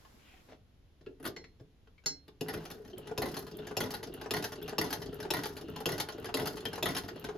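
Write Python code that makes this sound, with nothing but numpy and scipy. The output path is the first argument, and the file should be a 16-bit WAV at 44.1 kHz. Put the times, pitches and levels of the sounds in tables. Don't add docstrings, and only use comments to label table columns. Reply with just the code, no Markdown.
import sys
import numpy as np
from scipy import signal
from scipy.fft import rfft, irfft, next_fast_len
from scipy.io import wavfile
from scipy.ndimage import uniform_filter1d

SR = 44100
rng = np.random.default_rng(int(sys.argv[2]) if len(sys.argv) > 2 else 0)


def generate_wav(sig):
    pcm = np.round(np.clip(np.atleast_2d(sig).T, -1, 1) * 32767).astype(np.int16)
    wavfile.write(sys.argv[1], SR, pcm)


N = 325325
RING_SIZE, CRACK_SIZE = 16384, 256
RING_S, RING_HZ = np.arange(RING_SIZE) / SR, np.fft.rfftfreq(RING_SIZE, 1 / SR)

# time_s, level_db
HISS = [(0, -62), (.5, -65), (.6, -84), (1, -100)]
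SWISH = [(.17, -80), (.28, -63.5), (.35, -64), (.43, -80)]
SCUFF = [(.44, -106), (.49, -57), (.525, -51), (.55, -62), (.6, -87)]
EFFORT = [(2.4, -4.5), (2.65, -5.5), (2.8, -10), (3.2, -2.5), (4, -2), (5, -0.5), (6, -0.5), (6.6, 1),
          (7.4, 0)]
# start_s, clank_db, wood_db, steel_db, sheen_db, pitch_hz
STRAY_TICKS = [(.049, -50, -60, -67, -78, 1050), (1.01, -60, -53, -69, -87, 3090),
               (1.063, -49, -56, -72, -82, 1450), (1.199, -52, -45.5, -73, -65, 751),
               (1.228, -48, -43, -64, -54, 1460), (1.242, -42, -44, -58, -52, 1460),
               (1.252, -30, -35.5, -44, -40, 1070), (1.261, -31, -36, -44, -42, 740),
               (1.274, -43, -35, -45.5, -41, 751), (1.364, -43, -44, -60, -68, 1650),
               (1.598, -59, -55, -70, -87, 1600), (1.872, -55.5, -61, -76, -86, 1410),
               (2.038, -56, -66, -66, -80, 1500), (2.06, -32.5, -39, -43.5, -41, 1470),
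               (2.28, -52, -49, -58.5, -63, 1220), (2.496, -36, -44, -47, -53, 1900),
               (2.538, -35, -41, -49, -45, 1500), (2.712, -48, -44, -48, -49, 1650),
               (2.877, -56, -52, -60, -62, 1700), (4.367, -30, -38, -41, -41, 1950),
               (4.692, -38, -46, -45, -46, 1700), (5.227, -37, -46, -47, -50, 1700),
               (5.804, -43, -46, -51, -47, 900), (5.919, -32, -38, -42, -42, 1950),
               (6.087, -33, -42, -45, -47, 800), (6.256, -37, -45, -45, -44, 1700),
               (6.653, -33, -35, -42, -40, 1800), (6.756, -40, -46, -47, -48, 1700),
               (6.778, -38, -44, -54, -56, 850), (6.98, -35, -42, -41, -38.5, 1700),
               (7.086, -35, -44, -49, -52, 2000)]
# start_s, level_db, pitch_hz
BUMPS = [(.14, -55, 235), (.335, -56, 750), (.52, -51, 620), (1.067, -35.5, 385), (1.09, -45, 275),
         (1.108, -42, 425), (1.208, -46, 420), (1.232, -43, 445), (1.3, -44, 380), (1.39, -44, 360),
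         (1.415, -47, 435), (1.44, -49, 160), (1.596, -51, 400), (1.608, -43, 125), (2.105, -47, 280),
         (2.411, -33, 425), (2.497, -38, 440), (2.575, -35, 355), (2.8, -41, 430), (2.934, -40, 390),
         (2.985, -38, 420), (3.06, -41, 410), (3.113, -32, 435), (3.545, -38, 365), (3.595, -38, 430),
         (3.904, -38, 410), (4.651, -39, 400), (4.857, -33, 370), (5.193, -39, 420), (5.251, -35, 380),
         (6.527, -39, 400), (6.896, -33, 380), (7.133, -37, 410), (7.35, -36, 400)]
CLINKS = [(1.0625, -51, 2630), (1.3648, -39, 2010), (1.4416, -45, 2010), (1.9799, -55, 2220),
          (2.9317, -49, 3120), (2.9771, -47, 3150), (3.5434, -51, 3260), (3.5862, -45, 3500),
          (4.5864, -53, 2930), (4.6224, -44, 3520), (5.0934, -51, 3110), (6.6543, -29, 3190)]
# start_s, level_db, tilt_db_per_octave
PINGS = [(1.3635, -43.5, -17), (1.442, -60, -17), (2.06, -23.6, -1)]
# start_s, level_db
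SNAPS = [(2.981, -45), (3.391, -40), (3.57, -47), (4.139, -44), (4.627, -45), (5.143, -46), (5.699, -53),
         (6.199, -54), (6.686, -52), (7.196, -48)]

# clack_s, rebound_s,
# catch_s, feed_s, lift_s, return_s, knock_s, clack_db, rebound_db, feed_db, lift_db
STITCHES = [(2.409, 2.484, 2.653, 2.702, 2.849, 3.072, 3.112, -2, -1, -1.5, -2),
            (3.177, 3.219, 3.342, 3.367, 3.467, 3.669, 3.71, -.3, .5, -.5, -1.5),
            (3.768, 3.805, 3.906, 3.939, 4.029, 4.213, 4.259, .7, 1.6, -.5, 2.5),
            (4.308, 4.338, 4.425, 4.441, 4.52, 4.679, 4.726, .3, -.5, 1, 1.5),
            (4.782, 4.813, 4.905, 4.927, 5.018, 5.202, 5.25, 2.6, .5, .5, -.5),
            (5.304, 5.337, 5.435, 5.456, 5.567, 5.761, 5.803, 1, 0, -2, -.5),
            (5.857, 5.89, 5.98, 6.0, 6.087, 6.244, 6.288, .5, -4, 3, -2),
            (6.341, 6.37, 6.457, 6.471, 6.569, 6.731, 6.778, -.5, -3.5, -1.5, -1),
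            (6.826, 6.857, 6.949, 6.966, 7.035, 7.242, 7.287, 0, .3, -.5, -4)]
MAIN_PHASES = [0, .062, .245, .285, .46, .8, .89]
ACCENT_PHASES = [0, .062, .285, .46]
# phase_cycles, clank_db, wood_db, steel_db, sheen_db; ticks add pitch_hz
CLACKS = [(0, -26.5, -31.5, -32.3, -36)]
REBOUNDS = [(.062, -23.3, -35, -36.5, -35), (.12, -31, -37.5, -43.5, -43), (.16, -38, -42, -48.5, -50)]
TICKS = [(.245, -33.5, -46, -41, -42, 780), (.285, -28.5, -39, -36, -37, 870),
         (.335, -43, -45, -52, -51, 1680), (.46, -38, -43.5, -47, -50.5, 900),
         (.536, -48.5, -46, -50.5, -56, 1200), (.664, -44, -42, -59, -60, 1400),
         (.8, -34.5, -41, -46, -48, 770), (.85, -48, -50, -57, -63, 750)]
RATTLES = [(.297, -40, -45, -45, -43.5), (.475, -43, -48, -51, -55)]
# phase_cycles, level_db; thuds add pitch_hz
THUDS = [(.14, -37, 155), (.165, -40, 275), (.586, -37, 365), (.67, -38.5, 425), (.89, -34, 425)]
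KNOCKS = [(.89, -40)]
# clank_db_per_db, wood_db_per_db, steel_db_per_db, sheen_db_per_db
FORCE_GROWTH = [1.2, .6, 1.4, 1.3]
THUD_GROWTH = [.4]
# phase_cycles, gear_db, slide_db, scrape_db, rasp_db
FRICTION_CYCLE = [(0, -53, -56, -70, -74), (.1, -39, -48.5, -57, -70), (.2, -46.5, -52, -56.5, -61),
                  (.24, -46, -53, -56, -63), (.275, -45, -51, -52, -63), (.31, -45, -58, -57.5, -70),
                  (.42, -45, -59, -59, -81), (.58, -46.5, -63, -72, -64), (.72, -47.5, -60, -74, -59.5),
                  (.86, -46, -55, -74, -60), (.95, -48, -60, -76, -72), (1, -51, -62, -78, -78)]

# pitch_hz, level_db, t60_s
FRAME_MODES = [(704, 1, 0.24), (863, 6.5, 0.25), (1041, 1.5, 0.29), (1454, 4, 0.21), (1963, 8.5, 0.079),
               (3500, -8, .13), (3750, -3, 0.053), (4300, -5, .18), (4370, -9, .14), (5100, -18, .14),
               (5100, -9, 0.13), (5520, -8.5, 0.13), (6480, -5.5, .12)]
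BASE_MODES = [(158.2, -9.5, 0.23), (229.7, -5.5, 0.08), (270, -6.5, .17), (359.2, -1.5, 0.081),
              (424, -3, 0.18), (459.7, -0.5, 0.1), (633, -26, 0.06)]
SPRING_MODES = [(1626, -20, 0.25), (2120, -15, 0.13), (3020, -22, 0.12), (4204, -5.5, 0.31),
                (4393, -.5, 0.155), (4861, -25, 0.19), (5518, -1.5, 0.18), (6702, 0, 0.115),
                (7300, -23, 0.18), (10980, -24, 0.17), (12150, -29, 0.12), (13940, -24, 0.095)]
# frequency_hz, density_db
TICK_TONE = [(350, -27), (600, -2), (661, -3.5), (787, -4), (858, -1), (977, -10.5), (1070, -3), (1150, -6),
             (1720, -3), (2330, -11.5), (2860, -7), (3630, -10), (4810, -7.5), (7180, -18.5), (8000, -32.5),
             (10400, -41), (17600, -120)]
WOOD_TONE = [(50, -17), (100, -2), (145, 0), (190, -8.5), (280, 1), (430, 2), (540, -4), (700, -4.5),
             (1100, -45)]
SHEEN_TONE = [(5000, -55), (7500, -17), (9500, -3), (11500, 5.5), (14000, -7.5), (16000, -17.5)]
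CLINK_TONE = [(500, -14), (1400, 0), (4500, -2), (8000, -24), (16000, -40)]
CLACK_TONE = [(350, -16.5), (600, -6), (800, 0), (967, 0), (1130, -2.5), (1570, -16), (1720, -6),
              (2160, -16), (2680, 2.5), (3120, -6.5), (3630, -6), (4970, -11), (5360, -2.5), (5780, -20.5),
              (7100, -12), (8000, -28), (10400, -71), (17600, -120)]
TOOTH_TONE = [(250, -16), (480, 0), (620, -5), (780, 1), (1100, -7), (1500, -4), (2300, -17), (3500, -21),
              (5500, -30), (7500, -44), (16000, -60)]
REBOUND_TONE = [(350, -16), (600, -10), (735, 2), (850, -5), (1060, 0), (1210, -9), (1350, -4.5),
                (1600, -11), (1980, 3.5), (2380, -16), (2860, -11.5), (3870, -18.5), (4460, -14),
                (6730, -25.5), (8000, -41), (10400, -61), (17600, -120)]
SNAP_TONE = [(2000, -40), (6000, -20), (9500, -13), (11500, -3), (12700, 3), (14000, -6), (16000, -18)]
KNOCK_TONE = [(250, -22), (420, -5), (560, -7), (760, 2), (900, -2), (1150, -9), (1450, -8), (2200, -19),
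              (5000, -24), (7500, -33), (12000, -33), (16000, -50)]
# frequency_hz, density_db
AIR_TONE = [(12, -43), (20, 0), (42, -5.5), (66, 0.5), (180, -12.5), (298, -17), (932, -32), (1270, -33.5),
            (2470, -35.5), (3080, -34), (3350, -34.5), (6540, -43.5), (8170, -54), (10200, -46),
            (13000, -49), (15500, -66)]
HISS_TONE = [(150, -6), (300, 13.5), (700, 6.5), (1500, 4), (3000, -1), (5000, -1), (9000, -8.5),
             (13000, -7), (15500, -20)]
SWISH_TONE = [(500, -20), (1500, -7), (2500, 0), (3300, -4), (4500, -18), (12000, -30)]
SCUFF_TONE = [(80, -21), (200, -1), (350, 0.5), (700, -1), (1100, -12), (2000, -12.5), (6000, -25.5),
              (14000, -64)]
GEAR_TONE = [(29, -28), (50, -5), (101, -6), (141, -3), (178, -4), (243, -3.5), (280, -2.5), (320, -5.5),
             (345, -9), (421, 3), (543, -25.5), (593, -14), (700, -15.5), (910, -39), (1540, -120)]
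SLIDE_TONE = [(350, -25), (600, 0), (756, -3), (1170, -5.5), (1490, -3.5), (2250, -17.5), (2870, -12),
              (3330, -16.5), (6950, -24), (7540, -37), (8180, -63), (9760, -31), (12500, -34), (14100, -34),
              (15500, -58)]
SCRAPE_TONE = [(1500, -15), (3000, -10.5), (4800, 2.5), (6000, -2), (7500, -9), (10000, -5), (12500, -0.5),
               (16000, -13)]
RASP_TONE = [(1200, -16), (2400, -13), (2800, 6.5), (3150, -2.5), (4500, -9.5), (8000, -82)]

# frequency_hz, side_over_mid_db
WIDTH = [(60, -16), (140, -11.5), (270, -14), (600, -4.5), (2000, -4), (6000, -2.5), (14000, -12)]
# frequency_hz, left_over_right_db
LEAN = [(60, .5), (140, 2), (280, .8), (600, 1.5), (2000, 2.8), (4500, 2.4), (8000, .2)]
# frequency_hz, t60_s
ROOM_DECAY = [(150, 0.52), (1000, 0.21), (5000, 0.175), (14000, 0.09)]
# frequency_hz, gain_db
TREBLE_NOTCH = [(6800, -2), (7700, 0.5), (8350, -17.5), (9100, -1.5), (9800, -1)]

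LAST_STITCH_S, TEETH_PER_STITCH = .52, 26
FORCE_SCATTER_DB, PITCH_SCATTER = .6, .035
CROSSOVER_HZ = 3300


def amp(db):
    return 10 ** (np.asarray(db) / 20)


def decay(t, t60):
    return amp(-60 * t / t60)


def along(points, hz):
    knots_hz, values = np.transpose(points)
    return np.interp(np.log(hz + 1), np.log(knots_hz + 1), values)


def envelope_db(points):
    return np.interp(np.arange(N) / SR, *np.transpose(points))


def filtered(x, response):
    size = next_fast_len(N + SR // 2)
    return irfft(rfft(x, size) * response(np.fft.rfftfreq(size, 1 / SR)), size)[..., :N]


def coloured(x, tone):
    shaped = filtered(x, lambda hz: amp(along(tone, hz)))
    return shaped / np.sqrt(np.mean(shaped ** 2) + 1e-20)


def causal(gain_db):
    cepstrum = irfft(np.log(amp(gain_db) + 1e-6))
    cepstrum[1:RING_SIZE // 2] *= 2
    cepstrum[RING_SIZE // 2 + 1:] = 0
    return np.exp(rfft(cepstrum))


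def peak_unit(x):
    return x / np.sqrt(uniform_filter1d(x * x, 256).max() + 1e-20)


def add(track, start_s, sound):
    remaining = track[max(round(start_s * SR), 0):][:len(sound)]
    remaining += sound[:len(remaining)]


def blows(times, levels_db, tone, hold, t60, grit, modes=(), ring_db=0, spot_db=3,
          pitch_hz=None, boost_db=0, width=.04, crack_db=-80, band_db=0):
    track = np.zeros(N)
    fade = (1 - np.exp(-RING_S / .00048)) * decay(np.maximum(RING_S - hold, 0), t60)
    partials = np.array([amp(db) * decay(RING_S, mode_t60) * np.exp(2j * np.pi * hz * RING_S)
                         for hz, db, mode_t60 in modes])
    swell = 1 - np.exp(-RING_S / .0014)
    knots_hz = np.geomspace(100, SR / 2, RING_SIZE // 256)
    tone_db = along(tone, RING_HZ) + band_db
    for k, (start_s, level_db) in enumerate(zip(times, levels_db)):
        gain_db = tone_db + spot_db * np.interp(RING_HZ, knots_hz, rng.standard_normal(len(knots_hz)))
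        if pitch_hz is not None:
            gain_db += boost_db / (1 + ((RING_HZ / pitch_hz[k] - 1) / width) ** 2)
        chatter = rng.standard_normal(RING_SIZE) * np.exp(grit * rng.standard_normal(RING_SIZE))
        force = peak_unit(chatter * fade) / np.sqrt(CRACK_SIZE)
        force[CRACK_SIZE // 16] += amp(crack_db)
        sound = peak_unit(irfft(rfft(force) * causal(gain_db)))
        if len(modes):
            strengths = amp(3.05 * rng.standard_normal(len(modes)))
            phasors = np.exp(2j * np.pi * rng.random(len(modes)))
            sound += amp(ring_db) * peak_unit(swell * ((strengths * phasors) @ partials).real)
        add(track, start_s, amp(level_db) * peak_unit(sound))
    return track


def metal(times, clank_db, steel_db, tone, hold, t60, grit, ring_db, crack_db, pitch_hz=None):
    low_pass_db = -10 * np.log10(1 + (RING_HZ / CROSSOVER_HZ) ** 12)
    high_pass_db = -10 * np.log10(1 + (CROSSOVER_HZ / (RING_HZ + 1)) ** 12)
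    castings = [mode for mode in FRAME_MODES if mode[0] < CROSSOVER_HZ]
    rods = [mode for mode in FRAME_MODES if mode[0] >= CROSSOVER_HZ]
    clank = blows(times, clank_db, tone, hold, t60 * .95, grit, castings, ring_db + 1, spot_db=3.5,
                  pitch_hz=pitch_hz, boost_db=8, width=.1, crack_db=crack_db, band_db=low_pass_db)
    steel = blows(times, steel_db, tone, hold, t60, grit, rods, ring_db, spot_db=5,
                  crack_db=crack_db - 6, band_db=high_pass_db)
    return clank + steel


def friction(tone, rate_hz, spread_db, t60):
    catches = (rng.random(N) < rate_hz / SR) * amp(spread_db * rng.standard_normal(N))
    power = signal.fftconvolve(catches ** 2, decay(np.arange(SR // 10) / SR, t60) ** 2)[:N]
    return coloured(np.sqrt(np.abs(power)) * rng.standard_normal(N), tone)


def wheel():
    times = np.array(STITCHES)[:, :len(MAIN_PHASES)]
    cycles = np.add.outer(np.arange(len(times)), MAIN_PHASES)
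    return np.append(times, times[-1, 0] + LAST_STITCH_S), np.append(cycles, len(times))


def each_stitch(contacts, growth):
    times, cycles = wheel()
    stitch = np.repeat(np.arange(len(STITCHES)), len(contacts))
    phase, *columns = np.tile(contacts, (len(STITCHES), 1)).T
    start_s = np.interp(stitch + phase, cycles, times)
    accented = np.isclose(phase[:, None], ACCENT_PHASES, atol=.02)
    accent_db = (accented * np.array(STITCHES)[stitch, len(MAIN_PHASES):]).sum(axis=1)
    effort_db = np.interp(start_s, *np.transpose(EFFORT))
    force_db = effort_db + accent_db + FORCE_SCATTER_DB * rng.standard_normal(len(start_s))
    levels_db = [db + slope * force_db for db, slope in zip(columns, growth)]
    pitch_hz = [hz * np.exp(PITCH_SCATTER * rng.standard_normal(len(hz))) for hz in columns[len(growth):]]
    return np.array([start_s, *levels_db, *pitch_hz])


def air():
    mid = amp(-61) * coloured(rng.standard_normal(N), AIR_TONE)
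    side = amp(-59) * coloured(rng.standard_normal(N), AIR_TONE)
    side = filtered(side, lambda hz: amp(along(WIDTH, hz)))
    hiss = amp(envelope_db(HISS)) * coloured(rng.standard_normal((2, N)), HISS_TONE)
    return np.array([mid + side, mid - side]) + hiss


def ticks():
    contacts = np.hstack([np.transpose(STRAY_TICKS), each_stitch(TICKS, FORCE_GROWTH)])
    start_s, clank_db, wood_db, steel_db, sheen_db, pitch_hz = contacts
    steel = metal(start_s, clank_db - 6.5, steel_db - .3, TICK_TONE, hold=.0036, t60=.066, grit=.78,
                  ring_db=-14.5, crack_db=-6, pitch_hz=pitch_hz)
    sheen = blows(start_s, sheen_db - .3, SHEEN_TONE, hold=.0031, t60=.036, grit=.9,
                  spot_db=5, crack_db=-7)
    wood = blows(start_s, wood_db - 2.5, WOOD_TONE, hold=.0063, t60=.056, grit=.37,
                 modes=BASE_MODES, ring_db=-.5)
    return steel + sheen + wood


def thuds(boom_rise_s=.004, boom_t60_s=.075):
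    times, levels_db, pitch_hz = np.hstack([np.transpose(BUMPS), each_stitch(THUDS, THUD_GROWTH)])
    track = blows(times, levels_db - 8, WOOD_TONE, hold=.004, t60=.051, grit=.19,
                  modes=BASE_MODES, ring_db=-1, pitch_hz=pitch_hz, boost_db=12, width=.098)
    swell = (1 - np.exp(-RING_S / boom_rise_s)) * decay(RING_S, boom_t60_s)
    for start_s, level_db, hz in zip(times, levels_db, pitch_hz):
        boom = swell * np.sin(2 * np.pi * (hz * RING_S + rng.random()))
        add(track, start_s, amp(level_db - 5.5) * peak_unit(boom))
    return track


def swish():
    time_s, level_db = np.transpose(SWISH)
    level = np.interp(np.arange(N) / SR, time_s, amp(level_db), left=0, right=0)
    return level * friction(SWISH_TONE, rate_hz=900, spread_db=3, t60=.04)


def scuff():
    return amp(envelope_db(SCUFF)) * friction(SCUFF_TONE, rate_hz=900, spread_db=2, t60=.035)


def clinks():
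    start_s, level_db, pitch_hz = np.transpose(CLINKS)
    return blows(start_s, level_db - 5, CLINK_TONE, hold=.002, t60=.065, grit=.4, spot_db=2,
                 pitch_hz=pitch_hz, boost_db=20, width=.07, crack_db=-4)


def spring(tilt_corner_hz=4400):
    track = np.zeros(N)
    for start_s, level_db, tilt_db in PINGS:
        ring = np.zeros(RING_SIZE)
        for hz, db, t60 in SPRING_MODES:
            octaves = np.log2(max(hz / tilt_corner_hz, 1))
            ring += amp(db + tilt_db * octaves) * decay(RING_S, t60) * np.sin(2 * np.pi * hz * RING_S)
        add(track, start_s, amp(level_db - 4.5) * peak_unit(ring))
    return track


def clacks(wood_lag_s=.003):
    start_s, clank_db, wood_db, steel_db, sheen_db = each_stitch(CLACKS, FORCE_GROWTH)
    steel = metal(start_s, clank_db - 5.3, steel_db + .5, CLACK_TONE, hold=.006, t60=.046, grit=.52,
                  ring_db=-15.5, crack_db=-1)
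    sheen = blows(start_s, sheen_db - .5, SHEEN_TONE, hold=.006, t60=.03, grit=.7)
    wood = blows(start_s + wood_lag_s, wood_db + 1.8, WOOD_TONE, hold=.008, t60=.065, grit=.22,
                 modes=BASE_MODES, ring_db=-2)
    return steel + sheen + wood


def running_parts():
    t = np.arange(N) / SR
    times, cycles = wheel()
    phase = np.interp(t, times, cycles) % 1
    phases, *levels_db = np.transpose(FRICTION_CYCLE)
    gear, slide, scrape, rasp = [amp(np.interp(phase, phases, db)) for db in levels_db]
    effort = amp(envelope_db(EFFORT))
    scrape *= effort ** .4
    gears = gear * friction(GEAR_TONE, rate_hz=250, spread_db=5, t60=.061)
    sliding = slide * friction(SLIDE_TONE, rate_hz=340, spread_db=2.5, t60=.046)
    shuttle = scrape * friction(SCRAPE_TONE, rate_hz=580, spread_db=7.5, t60=.045)
    thread = rasp * friction(RASP_TONE, rate_hz=700, spread_db=5, t60=.018)
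    return (t > times[0]) * effort * (gears + sliding + shuttle + thread)


def gear_teeth(scatter_teeth=.25, spread_db=3, over_slide_db=4):
    times, cycles = wheel()
    count = len(STITCHES) * TEETH_PER_STITCH
    slip, size = rng.standard_normal((count, 2)).T
    turn = np.maximum((np.arange(count) + scatter_teeth * slip) / TEETH_PER_STITCH, 0)
    start_s = np.interp(turn, cycles, times)
    phases, _, slide_db, *_ = np.transpose(FRICTION_CYCLE)
    load_db = np.interp(turn % 1, phases, slide_db) + np.interp(start_s, *np.transpose(EFFORT))
    level_db = load_db + over_slide_db + spread_db * size
    bursts = rng.standard_normal((TEETH_PER_STITCH, RING_SIZE)) * decay(RING_S, t60=.04)
    clicks = [peak_unit(click) for click in irfft(rfft(bursts) * causal(along(TOOTH_TONE, RING_HZ)))]
    track = np.zeros(N)
    for k in range(count):
        add(track, start_s[k], amp(level_db[k]) * clicks[k % TEETH_PER_STITCH])
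    return track


def rebounds():
    start_s, clank_db, wood_db, steel_db, sheen_db = each_stitch(REBOUNDS, FORCE_GROWTH)
    steel = metal(start_s, clank_db - 7.5, steel_db + .4, REBOUND_TONE, hold=.0035, t60=.088, grit=.85,
                  ring_db=-11, crack_db=-3)
    sheen = blows(start_s, sheen_db + .8, SHEEN_TONE, hold=.0034, t60=.051, grit=1, crack_db=-4)
    wood = blows(start_s, wood_db + .5, WOOD_TONE, hold=.018, t60=.115, grit=.31,
                 modes=BASE_MODES, ring_db=-4.5)
    return steel + sheen + wood


def rattles():
    start_s, clank_db, wood_db, steel_db, sheen_db = each_stitch(RATTLES, FORCE_GROWTH)
    steel = metal(start_s, clank_db - 7, steel_db - .3, TICK_TONE, hold=.009, t60=.04, grit=.65,
                  ring_db=-19, crack_db=-12)
    sheen = blows(start_s, sheen_db - .3, SHEEN_TONE, hold=.008, t60=.032, grit=.8)
    wood = blows(start_s, wood_db - 2.5, WOOD_TONE, hold=.008, t60=.056, grit=.37)
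    return steel + sheen + wood


def thread_snaps():
    start_s, level_db = np.transpose(SNAPS)
    return blows(start_s, level_db, SNAP_TONE, hold=.0018, t60=.014, grit=.5, spot_db=2.5)


def crank_knocks():
    start_s, level_db = each_stitch(KNOCKS, THUD_GROWTH)
    return blows(start_s, level_db, KNOCK_TONE, hold=.006, t60=.06, grit=.4, spot_db=3.5)


def spread(x, t60, lead_samples=.87):
    scatter = rng.standard_normal(RING_SIZE) * decay(RING_S, t60) * (RING_S > .002)
    reflections = signal.fftconvolve(x, scatter / np.linalg.norm(scatter))[:N]
    side = filtered(reflections, lambda hz: amp(along(WIDTH, hz) - 1.5))
    direct = filtered(x, lambda hz: np.exp(np.outer([1, -1], 1j * np.pi * hz * lead_samples / SR)))
    return filtered(direct + np.array([side, -side]), lambda hz: amp(np.outer([.5, -.5], along(LEAN, hz))))


def room(x):
    hz, t, noise = signal.stft(rng.standard_normal((2, SR // 2)), SR, nperseg=256)
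    tail = signal.istft(noise * decay(t, along(ROOM_DECAY, hz)[:, None]), SR, nperseg=256)[1]
    delayed = np.pad(x, (SR // 150, 0))
    mid, side = signal.fftconvolve(delayed[None], tail / np.linalg.norm(tail[0]), axes=1)[:, :N]
    side = filtered(side, lambda hz: amp(along(WIDTH, hz)))
    return np.array([mid + side, mid - side])


def scene():
    impacts = clacks() + rebounds() + ticks() + rattles() + crank_knocks() + clinks() + gear_teeth()
    machine = impacts + thread_snaps() + thuds() + spring() + running_parts() + scuff() + swish()
    return spread(machine, t60=.049) + amp(-10.5) * room(machine) + air()


def record(dry):
    top_hz = 16015
    return filtered(dry, lambda hz: amp(along(TREBLE_NOTCH, hz)) * (hz < top_hz))


dry = scene()
out = record(dry)
generate_wav(out)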